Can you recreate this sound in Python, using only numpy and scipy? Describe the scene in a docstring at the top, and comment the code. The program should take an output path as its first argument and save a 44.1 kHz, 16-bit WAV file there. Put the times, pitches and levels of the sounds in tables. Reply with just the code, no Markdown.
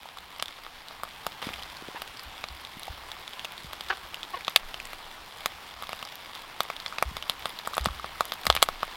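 """Outdoors, over charcoal, eggs and mushrooms fry in a steel pan, heard close up.
Water boiling under the fat fizzes (noise grains in flickering bands) and crackles (random clicks through resonances).
Bigger pockets burst as sharp pops: decaying sines that ring the bowl of the pan, with splashes and two short echoes.
Steam squirts as buzzing puffs through a resonance. Dull thumps are a swing or two of a low tone, jolts ring
the microphone mount, and wind is a faint low band of noise."""
import sys
import numpy as np
from scipy import signal
from scipy.io import wavfile

SR = 44100
rng = np.random.default_rng(int(sys.argv[2]) if len(sys.argv) > 2 else 0)


def waveform_to_disk(signal):
    """Save audio, clipped to [-1, 1], as 16-bit WAV at the path in sys.argv[1]."""
    frames = np.transpose(np.atleast_2d(signal))
    scaled = np.clip(frames, -1, 1) * 32767
    samples = np.round(scaled).astype(np.int16)
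    wavfile.write(sys.argv[1], SR, samples)


N = 395136


def from_db(db):
    """Decibels to gain."""
    return 10 ** (np.asarray(db) / 20)


def rms_one(x):
    """Scale to unit rms."""
    return x / np.sqrt(np.mean(x ** 2) + 1e-20)


def in_time(rows):
    """Each column after the first as a curve over all samples; the first holds the seconds."""
    seconds, *columns = np.transpose(rows)
    return [np.interp(np.arange(N) / SR, seconds, column) for column in columns]


def drift(rate):
    """Slow random wander with about this many turns a second and unit spread, made at every 40th sample."""
    r = np.exp(-80 * np.pi * rate / SR)
    noise = rng.standard_normal(N // 40 + 2002)
    slow = signal.lfilter([1], [1, -2 * r, r * r], noise)[2000:]   # skip the filter's start
    return np.interp(np.arange(N) / 40, np.arange(len(slow)), rms_one(slow))


def band(x, low_hz, high_hz):
    """Band-pass."""
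    sos = signal.butter(2, [low_hz, min(high_hz, 19000)], "band", fs=SR, output="sos")
    return signal.sosfilt(sos, x)


def spikes(times, gains):
    """A click of each gain at each time in seconds."""
    return np.bincount(np.round(np.asarray(times) * SR).astype(int), gains, N)[:N]


def grains(per_s, spread_db, most):
    """Clicks at random moments; few are large."""
    happens = rng.random(N) < per_s / SR
    return happens * from_db(spread_db * np.minimum(rng.exponential(1, N), most))


def ring(clicks, hz, width_hz):
    """A unit click sets a sine of height 1 ringing; the wider the resonance, the sooner it dies."""
    r, w = np.exp(-np.pi * width_hz / SR), 2 * np.pi * hz / SR
    return signal.lfilter([0, np.sin(w)], [1, -2 * r * np.cos(w), r * r], clicks + 1e-18)


def splash(clicks, low_hz, high_hz, t60):
    """Droplets rain back after a burst: band-passed noise whose envelope falls 60 dB in t60 seconds."""
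    envelope = signal.lfilter([1], [1, -from_db(-60 / (t60 * SR))], clicks)
    return band(envelope * rng.standard_normal(N), low_hz, high_hz)


def thud(clicks, hz):
    """One or two dull swings of a heavily damped resonance."""
    return band(ring(clicks, hz, .5 * hz), 0.23 * hz, 3.4 * hz)


def bubble(hz, cycles):
    """A collapsing pocket swells for about a cycle, then rings at its pitch, falling 60 dB in these cycles."""
    turns = np.arange(300) / SR * hz
    return -np.sin(2 * np.pi * turns) * from_db(-60 * turns / cycles) * np.tanh(turns / 1.2)


# Spectrum of the fizz. Each row: frequency in Hz, relative density in dB per Hz.
FIZZ_SPECTRUM = [(53, -16), (90, -5), (286, -6.5), (600, -5.5), (908, 3.5), (1260, -1.5), (2530, -4),
                 (3360, -3), (4870, -10.5), (6050, -18), (15100, -21.5)]


def fizz(level_db, patchy_db):
    """Thousands of tiny bubbles a second, in third-octave bands that flicker partly together."""
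    hz, db = np.transpose(FIZZ_SPECTRUM)
    edges = 70 * 2 ** np.arange(0, 8.1, 1 / 3)
    together, out = drift(20), 0
    swarms = [grains(8000, spread_db=3.0, most=4) * rng.standard_normal(N) for _ in range(2)]
    for k, (low, high) in enumerate(zip(edges, edges[1:])):
        gain_db = np.interp(np.log(low * high) / 2, np.log(hz), db)
        flicker_db = patchy_db * (0.6 * together + drift(9))
        out = out + from_db(gain_db + flicker_db) * band(swarms[k % 2], low, high)   # swarms alternate
    return from_db(level_db) * out / np.std(band(out, 600, 5500))   # level set on the middle range


# Large bursting pockets. Each row: start in seconds, then levels in dB before the mix gains of the low ring,
# mid ring and bright crack, own pitch in Hz.
POP_BURSTS = [(0.398, -21.5, -15.5, -52, 2850), (0.4247, -14, -13.5, -22, 3630),
              (1.0343, -15.5, -26.5, -26.5, 3600), (1.2664, -10, -14, -22, 2920),
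              (1.426, -15, -20, -46, 2860), (1.4896, -20, -24, -48, 2280), (2.0195, -17, -19.5, -27, 2870),
              (2.44, -17, -16.5, -49, 2520), (3.4469, -21.5, -18.5, -31.5, 3400),
              (3.7321, -22, -23, -30, 3150), (3.8086, -19.5, -19.5, -29.5, 3460),
              (4.4806, -9.5, -10.5, -31, 3400), (4.5608, -.5, 3, -10, 2670),
              (4.7427, -19, -18.5, -37, 3100), (4.9322, -22, -25.5, -32.5, 2230),
              (5.4591, -7, -10.5, -18, 3520), (5.8238, -18.5, -27, -34, 3270),
              (5.8922, -16.5, -24, -35, 2150), (5.9306, -13.5, -20, -33, 2650),
              (6.027, -17.5, -21.5, -31, 2900), (6.6051, -6.5, -9, -21.5, 3640),
              (6.701, -15.5, -19, -30, 2260), (6.862, -18.5, -14.5, -47, 3240),
              (6.9842, -15.5, -15, -34, 2600), (7.0254, -5.5, -11.5, -20, 2360),
              (7.1679, -13, -18, -28, 3660), (7.297, -11, -9.5, -21.5, 3500),
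              (7.4565, -11, -14.5, -24.5, 3540), (7.674, -11, -22.5, -25, 2300),
              (7.7683, -15, -26, -31, 2410), (7.7801, -4, -13, -22, 3380), (7.858, -6, -10, -26, 3500),
              (8.044, -14, -28, -49, 2570), (8.2076, -5, -14, -21, 3650), (8.3207, -14, -15.5, -32, 3480),
              (8.454, -17, -24, -27, 2530), (8.4675, -5, -4.5, -14.5, 4070), (8.501, 1, -2.5, -19, 3270),
              (8.551, -15, -13.5, -17, 2940), (8.5645, -9, -11.5, -24, 3870), (8.6266, 0.5, 3, -5, 3650),
              (8.6877, -9.5, -18.5, -25, 3860), (8.8307, -8.5, -20, -37, 2960)]


def pops():
    """Large pockets ring at their own pitch, excite the bowl, splash and push the pan bottom."""
    s, low_db, mid_db, bright_db, own_hz = np.transpose(POP_BURSTS)
    low, mid, bright = (spikes(s, from_db(db)) for db in (low_db, mid_db, bright_db))
    own = np.zeros(N)
    for at, db, hz in zip(np.round(s * SR).astype(int), mid_db, own_hz):
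        own[at:at + 300] += from_db(db) * bubble(hz, cycles=15.0)
    wet = from_db(-28) * splash(low, 330, 1500, t60=0.01)
    wet += from_db(-2.0) * splash(mid, 1890, 4270, t60=0.017)
    wet += from_db(-17.5) * splash(bright, 6600, 13400, t60=0.06)
    # the pan bottom gives a low push, only so far
    push = from_db(-25.5) * thud(np.minimum(low, from_db(-8.5)), 190)
    pan = bowl(low, from_db(-2.0) * mid, from_db(1.5) * bright, scatter_db=-2.5)
    return own + wet + push + pan


# Resonances of the air in the bowl of the pan, two low and three mid.
# Each row: frequency in Hz, width in Hz, relative level in dB.
BOWL_MODES = [(727, 470, -3.5), (1188, 179, -7.5), (2220, 314, -10), (3487, 660, -3), (4810, 230, -12.5)]


def bowl(low, mid, bright, scatter_db):
    """Bursts pull the air in the bowl inward, each mode with a strength of its own; above them a dry crack."""
    def uneven(clicks, db):
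        """Give every click a random strength."""
        return clicks * from_db(db + scatter_db * np.clip(rng.standard_normal(N), -2, 1))

    low_ring = sum(ring(uneven(low, db), hz, width_hz) for hz, width_hz, db in BOWL_MODES[:2])
    mid_ring = sum(ring(uneven(mid, db), hz, width_hz) for hz, width_hz, db in BOWL_MODES[2:])
    crack = splash(uneven(bright, -0.67), 6000, 9360, t60=0.0044)
    crack += splash(uneven(bright, 0), 9400, 14600, t60=0.0077)
    # an open pan radiates little bass; minus is the inward pull
    return crack - band(low_ring, 567, 3000) - band(mid_ring, 1460, 4800)


def crackle(per_s, level_db):
    """Small bursts at random; each favours a few resonances, so most are narrow ticks."""
    wavering_per_s = per_s * from_db(3.0 * drift(6))
    size = from_db(level_db) * grains(wavering_per_s, spread_db=5.0, most=3.3)
    tilt_db = 6.0 * np.clip(rng.standard_normal(N), -1.6, 1.6)   # dark to bright, per click
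    return bowl(size * from_db(-tilt_db - 7), size, size * from_db(tilt_db - 19), scatter_db=5.5)


# Small dry ticks, each near one pitch. Each row: start in seconds, level in dB before the mix gains, pitch in Hz.
TICK_POCKETS = [(0.0566, -33.5, 920), (0.1712, -33, 1170), (0.1858, -29, 3560), (.458, -25, 3500),
                (0.482, -23.5, 3530), (0.8845, -27.5, 3960), (1.5351, -26, 2500), (1.539, -25, 3250),
                (1.5945, -31, 2980), (1.6245, -27.5, 3200), (1.634, -26.5, 4000), (1.7695, -29.5, 4300),
                (2.1715, -31, 4800), (2.195, -26.5, 4700), (2.235, -28.5, 13350), (2.4863, -27, 4340),
                (2.6497, -25, 3670), (2.796, -26, 10600), (2.8322, -23, 3920), (2.88, -27, 790),
                (3.1168, -21, 3560), (3.278, -24, 3520), (3.3338, -28, 3290), (3.3947, -24, 3230),
                (3.4516, -21, 2720), (3.579, -28, 3570), (3.8862, -26.5, 3620), (3.8967, -29, 4950),
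                (4.1439, -21, 2880), (4.2311, -21, 3460), (4.4082, -29.5, 2280), (4.448, -23, 3570),
                (4.4968, -26, 12270), (4.8007, -23, 2500), (4.8542, -27, 7750), (5.8343, -28.5, 1190),
                (5.87, -29, 3500), (5.9915, -29, 3650), (6.0511, -24.5, 5000), (6.1554, -26, 12880),
                (6.3515, -25, 3540), (6.633, -22.5, 13220), (6.7652, -28.5, 3530), (6.8011, -25, 3960),
                (6.8807, -26, 4600), (6.925, -27, 1300), (7.2254, -21, 2980), (7.5893, -22.5, 3860),
                (7.7344, -26, 1190), (7.742, -22, 3900), (7.7523, -24.5, 8000), (7.8113, -26, 3960),
                (7.8443, -23.5, 7700), (7.8532, -19, 4020), (7.8858, -25.5, 1190), (7.9966, -27, 1210),
                (8.156, -35, 1260), (8.2538, -20.5, 11200), (8.3385, -23.5, 12580), (8.4345, -28, 3600),
                (8.5257, -17.5, 3620), (8.6208, -19, 3770)]


def ticks():
    """A few cycles at the pitch of each tiny pocket, a broad dry snap, and an uneven ring of the bowl."""
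    s, db, hz = np.transpose(TICK_POCKETS)
    clicks = spikes(s, from_db(db))
    out = from_db(-7) * splash(clicks, 750, 5500, t60=0.017)
    low = spikes(s, from_db(db) * 900 / hz)   # big low pockets move more air
    out += bowl(low, from_db(-8) * clicks, from_db(-14) * clicks, scatter_db=3.0)
    for at, gain, pitch_hz in zip(np.round(s * SR).astype(int), from_db(db), hz):
        out[at:at + 300] += 2 * gain * bubble(pitch_hz, cycles=16.0)
    return out


# Steam forced out from under the food. Each row: start in seconds, length in seconds, rms level in dB before
# the fade in and out, centre in Hz, width in Hz, average buzz rate in Hz.
STEAM_SQUIRTS = [(1.946, .04, -37.5, 1500, 1200, 900), (3.898, 0.02, -22.5, 1640, 380, 402.4),
                 (3.909, 0.032, -33.5, 1350, 450, 390.5), (4.333, 0.026, -30.5, 1105, 150, 368),
                 (4.36, 0.026, -39.5, 1280, 1500, 505), (8.572, 0.0046, -22, 2550, 1200, 1263)]
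# The gap that the steam escapes through also sings higher. Each row: multiple of the centre, level in dB.
GAP_OVERTONES = [(1, 0), (1.75, -5), (2.6, -6), (3.6, -9)]


def squirts():
    """The edge of the food flaps as steam escapes: uneven puffs through a resonance and its overtones."""
    out = np.zeros(N)
    for s, length, db, hz, width_hz, buzz_hz in STEAM_SQUIRTS:
        at, size = round(s * SR), round(length * SR)
        timing, strength, hiss = rng.standard_normal((3, 4000))
        # uneven steps, about 1.45 on average, add up to the turns of the buzz
        turns = np.cumsum(buzz_hz / SR * np.abs(1 + 1.5 * timing) / 1.45)
        flaps = np.diff(np.floor(turns), prepend=0)
        puffs = band(flaps * from_db(2.5 * strength) + .04 * hiss, 200, 3800)
        song = sum(from_db(over_db) * ring(puffs, hz * times, width_hz * times)
                   for times, over_db in GAP_OVERTONES)
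        jet = band(song + 0.5 * puffs, 0.34 * hz, 5000)[-size:]
        out[at:at + size] += from_db(db) * rms_one(jet) * np.hanning(size) ** .5
    return out


FLARE_S, FLARE_FADE_S = 1.417, .085   # start and fade time constant, seconds
FLARE_PER_S, FLARE_DB = 1200, 8   # extra crackles per second and fizz lift in dB at its start


def flare():
    """One flare-up of crackles and fizz: nothing before it, then a share fading from 1."""
    since = np.arange(N) / SR - FLARE_S
    return (since > 0) * np.exp(-np.abs(since) / FLARE_FADE_S)


# Dull thumps through the stand. Each row: start in seconds, level in dB before the thud filter, pitch in Hz.
STAND_THUMPS = [(1.469, -21.5, 253), (1.505, -35, 251), (1.823, -29, 364), (1.886, -25, 420),
                (1.947, -28, 504), (2.769, -32.5, 203), (3.645, -33.5, 156), (7.113, -31, 171),
                (7.867, -18, 183), (8.471, -24.5, 178)]


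def thumps():
    """Each thump is one or two swings at its pitch."""
    return sum(thud(spikes([s], [from_db(db)]), hz) for s, db, hz in STAND_THUMPS)


# Jolts that set the microphone swaying on its mount.
# Each row: start in seconds, click level in dB before the filters.
MOUNT_JOLTS = [(1.49, -37.5), (2.243, -40), (2.499, -41), (2.894, -35.5), (3.66, -41), (7.053, -35),
               (7.142, -37.5), (7.8, -29.5), (7.891, -32), (8.482, -30), (8.569, -39)]
# Wind on the microphone. Each row: time in seconds, level in dB.
WIND_LEVEL = [(0.0, -72), (.97, -58), (1.15, -61), (4.57, -64.5), (4.64, -46), (4.85, -57.5), (8.41, -62),
              (8.58, -46.5), (8.96, -62)]
MOUNT_HZ, MOUNT_WIDTH_HZ = 63, 12
HUM_WIDTH_HZ, HUM_DB = 1.3, -17   # the sway dies into a long faint hum


def rumble():
    """Each jolt is a rough low shove that rings the mount; slow lumps of wind lie beneath."""
    s, db = np.transpose(MOUNT_JOLTS)
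    clicks = spikes(s, from_db(db))
    shove = band(clicks, 38, 160)
    tremble = from_db(-91.5) * rng.standard_normal(N)
    sway = ring(shove + tremble, MOUNT_HZ, MOUNT_WIDTH_HZ) * (1 + 1.06 * drift(23))
    hum = from_db(HUM_DB) * ring(shove, MOUNT_HZ, HUM_WIDTH_HZ)
    grumble = from_db(-8) * splash(clicks, 30, 110, t60=.8)   # the stand grumbles on
    lumps = rng.standard_normal(N) * from_db(3.0 * drift(4))
    wind = rms_one(band(band(lumps, 12, 32), 10, 34))
    return sway + hum + grumble + from_db(in_time(WIND_LEVEL)[0]) * wind


# Reflections from ground and stand. Each row: delay in seconds, level in dB.
GROUND_ECHOES = [(.0063, -18), (0.0118, -21.5)]


def add_echoes(bursts):
    """Ground and stand send the bursts back later and duller."""
    far = band(bursts, 400, 9000)
    for delay, db in GROUND_ECHOES:
        lag = round(delay * SR)
        bursts[lag:] += from_db(db) * far[:-lag]
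    return bursts


def channel_difference(bed):
    """The two channels differ faintly in treble and deep bass, by a fluttering copy of the bed."""
    flutter = bed * drift(68)
    treble = band(band(flutter, 7200, 14000), 8000, 17000)
    bass = band(band(flutter, 30, 600), 10, 480)
    return from_db(-12.5) * treble + from_db(-24) * bass


# Course of the frying, before trims, flare-up and random wavering.
# Each row: time in seconds, fizz level in dB, crackles per second.
FRYING = [(0, -49.5, 250), (1.38, -45.5, 156), (3.5, -45.5, 210), (6.5, -45.5, 227), (7.7, -44, 280),
          (8.96, -44, 230)]


def scene():
    """Pan sounds with their echoes, plus what reaches the microphone through stand and air."""
    fizz_db, per_s = in_time(FRYING)
    crackles = crackle(per_s + FLARE_PER_S * flare(), fizz_db + 0.5 + 5 * flare())
    bursts = add_echoes(pops() + ticks() + crackles + squirts())
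    bed = fizz(fizz_db - 1.0 + FLARE_DB * flare(), patchy_db=1.1) + thumps() + rumble()
    return bursts + bed + channel_difference(bed) * [[1], [-1]]


CUTOFF_HZ = 16800


def record(dry):
    """The loudest pops overload the input and clip; a steep low-pass cuts the top."""
    clipped = np.clip(dry, -.86, .86)
    return signal.sosfilt(signal.cheby2(20, 90, CUTOFF_HZ, fs=SR, output="sos"), clipped)


dry = scene()
out = record(dry)
waveform_to_disk(out)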